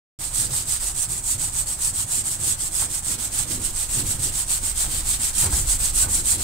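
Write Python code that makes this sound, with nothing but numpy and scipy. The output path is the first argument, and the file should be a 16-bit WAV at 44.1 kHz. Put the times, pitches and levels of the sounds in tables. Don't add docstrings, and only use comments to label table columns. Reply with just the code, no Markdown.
import sys
import numpy as np
from scipy import signal
from scipy.fft import rfft, irfft, next_fast_len
from scipy.io import wavfile
from scipy.ndimage import uniform_filter1d, map_coordinates

SR = 44100
rng = np.random.default_rng(int(sys.argv[2]) if len(sys.argv) > 2 else 0)


def dump(signal):
    limited = np.clip(np.atleast_2d(signal).T, -1, 1)
    pcm = np.round(limited * 32767).astype(np.int16)
    wavfile.write(sys.argv[1], SR, pcm)


def gain_from_db(level_db):
    decades = np.asarray(level_db, float) / 20
    return 10 ** decades


N = 283695


def unit(x):
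    return x / np.sqrt(np.mean(x ** 2) + 1e-20)


def along(points, hz):
    f, v = np.transpose(points)
    return np.interp(np.log(hz + 1), np.log(f + 1), v)


def colour(points):
    return lambda hz: gain_from_db(along(points, hz)) * (hz > points[0][0] / 2)


def curves(rows):
    s, *cols = np.transpose(rows)
    t = np.arange(N) / SR
    return [np.interp(t, s, c) for c in cols]


def wobble(rate_hz):
    knots = rng.standard_normal(int(N * rate_hz / SR) + 4)
    return map_coordinates(knots, [np.arange(N) * rate_hz / SR])


def filtered(x, response):
    m = next_fast_len(N + SR // 4)
    return irfft(rfft(x, m) * response(np.fft.rfftfreq(m, 1 / SR)), m)[..., :N]


# (push start [s], pull start [s], push peak [dB], pull peak [dB],
# place of push top speed [0-1])
STROKES = [(0.174, 0.312, -29, -20.5, .56), (0.487, 0.649, -24.3, -23.2, .48),
           (0.794, 0.938, -24.5, -20.5, .47), (1.075, 1.222, -25, -20.5, .47),
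           (1.376, 1.515, -23.7, -21.3, .4), (1.654, 1.775, -24.5, -19.5, .45),
           (1.926, 2.063, -23.5, -20.2, .54), (2.234, 2.381, -23.5, -19.8, .44),
           (2.563, 2.702, -23.5, -21.3, .57), (2.878, 3.017, -25, -24.2, .58),
           (3.173, 3.303, -26.5, -23.5, .55), (3.461, 3.588, -27, -25.8, .6),
           (3.728, 3.876, -24.5, -21, .53), (4.035, 4.176, -25, -23.8, .5), (4.317, 4.457, -23, -21.5, .5),
           (4.604, 4.742, -24.5, -21.7, .49), (4.877, 5.03, -25.5, -21, .46),
           (5.184, 5.325, -22, -19.3, .52), (5.493, 5.645, -19.8, -19, .52),
           (5.781, 5.921, -21.5, -17.5, .47), (6.074, 6.231, -19, -16.8, .49),
           (6.373, 6.53, -25, -19.5, .42)]
# (time [s], panel share [dB])
PRESSURE = [(0.2, -15.5), (0.8, -14.5), (1.2, -19.5), (1.6, -16), (2.3, -16), (2.9, -15), (3.4, -13.5),
            (3.7, -16), (3.95, -11), (4.15, -15), (4.5, -14), (5.0, -11), (5.4, -12), (5.7, -14),
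            (6.0, -12.5), (6.2, -14.5), (6.43, -11.5)]


def hand():
    usual_db, panel_lag, creep_follow = -22.5, 0.573, .3
    halt_s, pull_place = .003, .54
    rows = np.array(STROKES)
    start_s, peak_db = rows[:, :2].ravel(), rows[:, 2:4].ravel()
    place = np.ravel([(np.clip(row[-1], .2, .8), pull_place) for row in STROKES])
    arc_power = np.tile((.8, .85), len(STROKES))
    creep_db = np.tile((-39, -38), len(STROKES))
    panel_lean_db = np.tile((-1.2, .8), len(STROKES))

    t = np.arange(N) / SR
    k = np.clip(np.searchsorted(start_s, t) - 1, 0, len(start_s) - 2)
    u = np.clip((t - start_s[k]) / (start_s[k + 1] - start_s[k] - halt_s), 0, 1)
    u = u ** (np.log(.5) / np.log(place[k]))
    speed = np.abs(np.sin(np.pi * u)) ** arc_power[k]

    creep = gain_from_db(np.interp(t, start_s, creep_db + creep_follow * (peak_db - usual_db)))
    level = np.sqrt(creep ** 2 + (speed * gain_from_db(peak_db[k])) ** 2)
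    middle_s = (start_s[:-1] + start_s[1:]) / 2
    effort_db = np.interp(t, middle_s, peak_db[:-1] - usual_db)
    panel_db = curves(PRESSURE)[0] - panel_lag * effort_db + panel_lean_db[k] * (2 * u - 1)
    return speed, level, gain_from_db(panel_db)


def ticks(speed, per_s, spread_db):
    chance = per_s / SR * (.25 + .75 * speed)
    caught = rng.random(N) < chance
    size_db = spread_db * np.minimum(rng.exponential(size=N), 3.2)
    size = gain_from_db(size_db) * rng.standard_normal(N)
    return unit(caught * size / np.sqrt(chance))


# (frequency [Hz], t60 [s])
CABIN_T60 = [(500, 0.109), (3000, 0.126), (9000, 0.0744), (16000, 0.0328)]


def cabin(x):
    out, step, delay = np.zeros((2, N + SR)), int(.4 * SR), 90
    for a in range(0, N, step):
        hz, t, z = signal.stft(rng.standard_normal((2, SR // 5)), SR, nperseg=256)
        decay = gain_from_db(-60 * t / along(CABIN_T60, hz)[:, None])
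        tail = signal.istft(z * decay, SR, nperseg=256)[1]
        wet = signal.fftconvolve(x[None, a:a + step], tail / np.linalg.norm(tail[0]), axes=1)
        out[:, a + delay:a + delay + wet.shape[1]] += wet
    return out[:, :N]


def patchy(x, depth_db):
    z = signal.stft(x, nperseg=512)[2]
    field = uniform_filter1d(rng.standard_normal(z.shape), size=6, axis=1)
    field = uniform_filter1d(field, size=5, axis=2)
    return signal.istft(z * gain_from_db(depth_db * unit(field)), nperseg=512)[1][:, :N]


# (frequency [Hz], level [dB per Hz])
GRIT = [(2500, -29), (4000, -27), (5500, -5), (7000, 4.5), (9500, 3), (11000, -5), (13000, -22),
        (16000, -16.5)]
# (frequency [Hz], level [dB per Hz])
FINE_GRIT = [(8000, -15.5), (11000, -3.5), (13000, -6), (16000, -12.5)]
# (frequency [Hz], level [dB per Hz])
PANEL = [(500, -13), (1200, -6.5), (2200, -6.5), (3200, -1), (4500, 0), (6000, -4.5), (9000, -6.5)]


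def pad():
    speed, level, panel = hand()
    level = level * gain_from_db(0.99 * wobble(60) + 0.384 * wobble(220))
    shared = ticks(speed, per_s=9000, spread_db=2.2)
    own = np.array([ticks(speed, per_s=9000, spread_db=2.2) for _ in range(2)])
    catches = level * (0.429 * shared + 0.8793 * own)
    heard = patchy(catches + gain_from_db(-7) * cabin(level * shared), depth_db=1.4)

    hiss = gain_from_db(-9.5) * filtered(heard, colour(GRIT))
    brighter = .2 + .8 * speed
    hiss = hiss + gain_from_db(-10) * brighter * filtered(heard, colour(FINE_GRIT))
    patches = gain_from_db(1.6 * np.array([wobble(13), wobble(18)]))
    return hiss + gain_from_db(8.5) * panel * patches * filtered(heard, colour(PANEL))


def steadied(x, span_s):
    slow = np.abs(uniform_filter1d(np.mean(x ** 2, axis=0), size=int(span_s * SR))) + 1e-3
    return unit(x / slow ** 0.243)


# (frequency [Hz], left-right likeness [correlation])
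LIKENESS = [(60, 0.98), (150, 0.93), (380, 0.9), (950, 0.37), (2380, 0.69), (5980, -0.25), (15000, -4.6)]


def shake(spectrum, level_db, lumpy_db, rate_hz):
    def mid_side(hz):
        turn = np.arccos(np.clip(along(LIKENESS, hz), 0, 1)) / 2
        return colour(spectrum)(hz) * [np.cos(turn), np.sin(turn)]

    pair = gain_from_db(lumpy_db * wobble(rate_hz)) * rng.standard_normal((2, N))
    mid, side = filtered(pair, mid_side)
    stereo = unit(np.array([mid + side, mid - side]))
    return gain_from_db(level_db) * steadied(stereo, span_s=0.068)


# (peak time [s], time to fall about 9 dB [s], strength [dB], knock over boom [dB])
LEANS = [(0.42, 0.13, -37, -7.5), (0.5, 0.1245, -36, -7), (1.1, 0.0753, -36, -13), (1.35, 0.22, -37, -12),
         (1.89, 0.41, -40, -12), (2.18, .1, -38, -9), (2.41, .16, -36, -8), (2.83, .07, -38, -1),
         (3.11, .12, -38, -3), (3.3, .06, -42, -4), (3.4, 0.11, -37, -5), (3.51, 0.1738, -34, -3),
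         (3.98, 0.2052, -30.5, -6.5), (4.2, 0.07, -31.5, -16), (4.27, .06, -41, -4),
         (4.62, .1, -38.5, -6.5), (4.88, 0.1348, -33.5, -8.5), (5.07, 0.28, -42.5, -4.5),
         (5.46, 0.11, -22.5, -12.5), (5.58, .08, -29.5, -8), (5.8, 0.22, -39.5, -6),
         (5.98, 0.01, -38.5, -3), (6.05, 0.22, -33, -4.5), (6.36, .1, -35.5, -3.5)]


def leans_db():
    rise_s = 0.0332
    t = np.arange(N) / SR
    boom, knock = gain_from_db(-44) ** 2, gain_from_db(-51) ** 2
    for s, fall_s, db, over_db in LEANS:
        away = np.where(t < s, (s - t) / rise_s, (t - s) / fall_s)
        power = gain_from_db(db - 8.71 * away) ** 2
        boom = boom + power
        knock = knock + power * gain_from_db(over_db) ** 2
    return 10 * np.log10(boom), 10 * np.log10(knock)


# (time [s], peak [dB], frequency [Hz], t60 [s])
THUMPS = [(0.385, -28, 115, .1), (0.515, -25, 125, .1), (0.84, -25, 45, .1), (1.35, -26, 100, .08),
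          (2.04, -27, 112, .09), (2.82, -27, 90, .07), (3.52, -25, 97, .12), (3.969, -21, 120, 0.071),
          (4.079, -24, 90, 0.124), (4.19, -28, 103, 0.08), (4.659, -25, 40.4, 0.07),
          (4.77, -21, 40.4, 0.103), (4.908, -23, 40, 0.073), (5.458, -14.5, 88.8, 0.109),
          (5.529, -10.5, 60, 0.0966), (5.671, -14, 45.5, 0.11), (5.78, -25, 56.5, 0.0707),
          (5.96, -22, 40, 0.09), (6.058, -21.5, 94.2, 0.092), (6.105, -22, 58, .1), (6.25, -24, 50, .1)]


def thumps():
    out, t = np.zeros(N + SR), np.arange(SR // 4) / SR
    swell = 1 - np.exp(-t / 0.00883)
    for s, db, hz, t60 in THUMPS:
        ring = gain_from_db(db + 5.5 - 60 * t / t60) * np.sin(2 * np.pi * hz * t)
        out[round(s * SR):][:len(t)] += swell * ring
    return out[:N]


# (time [s], time to fall 7 dB [s], level [dB])
SCRAPES = [(0.53, .04, -42), (0.808, 0.038, -44.5), (2.249, 0.042, -43), (2.816, 0.031, -34),
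           (3.06, 0.041, -44.5), (3.211, .04, -45), (3.392, 0.06, -43.5), (3.973, 0.037, -40),
           (4.84, 0.0196, -36), (5.201, 0.042, -41.5), (5.422, .03, -30.5), (5.46, 0.033, -39),
           (5.523, 0.0334, -35.5), (5.671, .04, -44.5), (6.013, .04, -38), (6.039, .03, -40),
           (6.311, 0.053, -43), (6.397, 0.029, -41)]


def scrapes_db():
    t = np.arange(N) / SR
    burst = np.zeros(N)
    for s, length_s, db in SCRAPES:
        attack = np.clip((t - s) / 0.00274, 0, 1)
        burst += attack * gain_from_db(db - 7 * np.clip(t - s, 0, 1) / length_s)
    return 20 * np.log10(burst + 1e-6)


# (time [s], strength [dB])
SWAY = [(0.19, -42.5), (0.35, -37), (0.72, -40), (0.86, -34), (1.05, -41.5), (1.4, -36.5), (1.9, -38),
        (2.3, -42.5), (2.6, -40), (3.3, -40.5), (3.9, -33), (4.2, -33), (4.5, -37.5), (4.85, -28.5),
        (5.3, -35.5), (5.6, -27.5), (6.1, -29), (6.43, -35)]
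# (frequency [Hz], level [dB per Hz])
RUMBLE = [(7, -25.5), (12, 5), (25, 6), (45, 5), (70, -0.5), (95, -32.5)]
# (frequency [Hz], level [dB per Hz])
BOOM = [(55, -55.5), (80, 3), (105, 0), (160, -5), (230, -32)]
# (frequency [Hz], level [dB per Hz])
KNOCK = [(150, -10.5), (200, -4), (235, -0.5), (280, -6.5), (310, -1.5), (335, -8.5), (360, -4), (430, -14),
         (520, -10.5), (700, -26.5)]
# (frequency [Hz], level [dB per Hz])
SCUFF = [(400, -10.5), (600, -1), (880, 3), (1150, -1), (1500, -3), (2200, -7), (3500, -30.5)]


def van():
    rumble_db, = curves(SWAY)
    boom_db, knock_db = leans_db()
    speed = hand()[0]
    drag_db = -48.5 + 2.5 * speed
    scuff_db = 20 * np.log10(np.hypot(gain_from_db(drag_db), gain_from_db(scrapes_db()))) - 1.5
    low = shake(RUMBLE, rumble_db, lumpy_db=2.5, rate_hz=8)
    low = low + shake(BOOM, boom_db, lumpy_db=1.5, rate_hz=14)
    high = shake(KNOCK, knock_db, lumpy_db=2.0, rate_hz=25)
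    high = high + shake(SCUFF, scuff_db, lumpy_db=1.5, rate_hz=50)
    pushes = thumps()
    load = np.sqrt(np.abs(uniform_filter1d(pushes ** 2, size=1500)))
    low = low / (1 + load / gain_from_db(-32))
    return (low + patchy(high, depth_db=1.79) + pushes) * gain_from_db([[-.6], [.6]])


# (time [s], frequency [Hz], half length [s], level [dB])
SQUEAKS = [
    (6.043, 1490, .013, -36),
    (6.31, 1420, .012, -43),
    (5.54, 1650, .012, -42),
]


def glove():
    t = np.arange(N) / SR
    rough = 1 + 0.33 * wobble(150)
    chirps = np.zeros(N)
    for s, hz, half_s, db in SQUEAKS:
        chirps += gain_from_db(db) * np.exp(-((t - s) / half_s) ** 2) * np.sin(2 * np.pi * hz * t)
    return rough * chirps


# (time [s], left minus right [dB])
PAN = [
    (0.2, -5.0),
    (1.15, -4),
    (1.62, -2),
    (2.3, -2.5),
    (3.03, -4),
    (5.09, -2.0),
    (6.13, -1.42),
    (6.43, -2.5),
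]


def scene():
    pan_db = curves(PAN)[0] + 1.47
    return pad() * gain_from_db(np.array([pan_db / 2, -pan_db / 2])) + van() + glove()


def band_limit(x):
    return signal.sosfilt(signal.butter(12, 17070, fs=SR, output="sos"), x)


# (frequency [Hz], width [Hz], level [dB])
PORTS = [(7888, 988, 8), (8349, 714.5, 13.5)]


def record(dry):
    start_s, fade_s, top_hz = .188, .003, 15750

    def ports(f):
        return np.array([1 + gain_from_db(db) * 1j * f * w / (c * c - f * f + 1j * f * w) for c, w, db in PORTS])

    heard = filtered(dry, ports)
    heard = heard / (1 + np.abs(heard / .7) ** 4) ** (1 / 4)
    gate = np.clip((np.arange(N) / SR - start_s) / fade_s, 0, 1)
    mix = filtered(heard, lambda f: f < top_hz) * gate
    return band_limit(mix)


dry = scene()
out = record(dry)
dump(out)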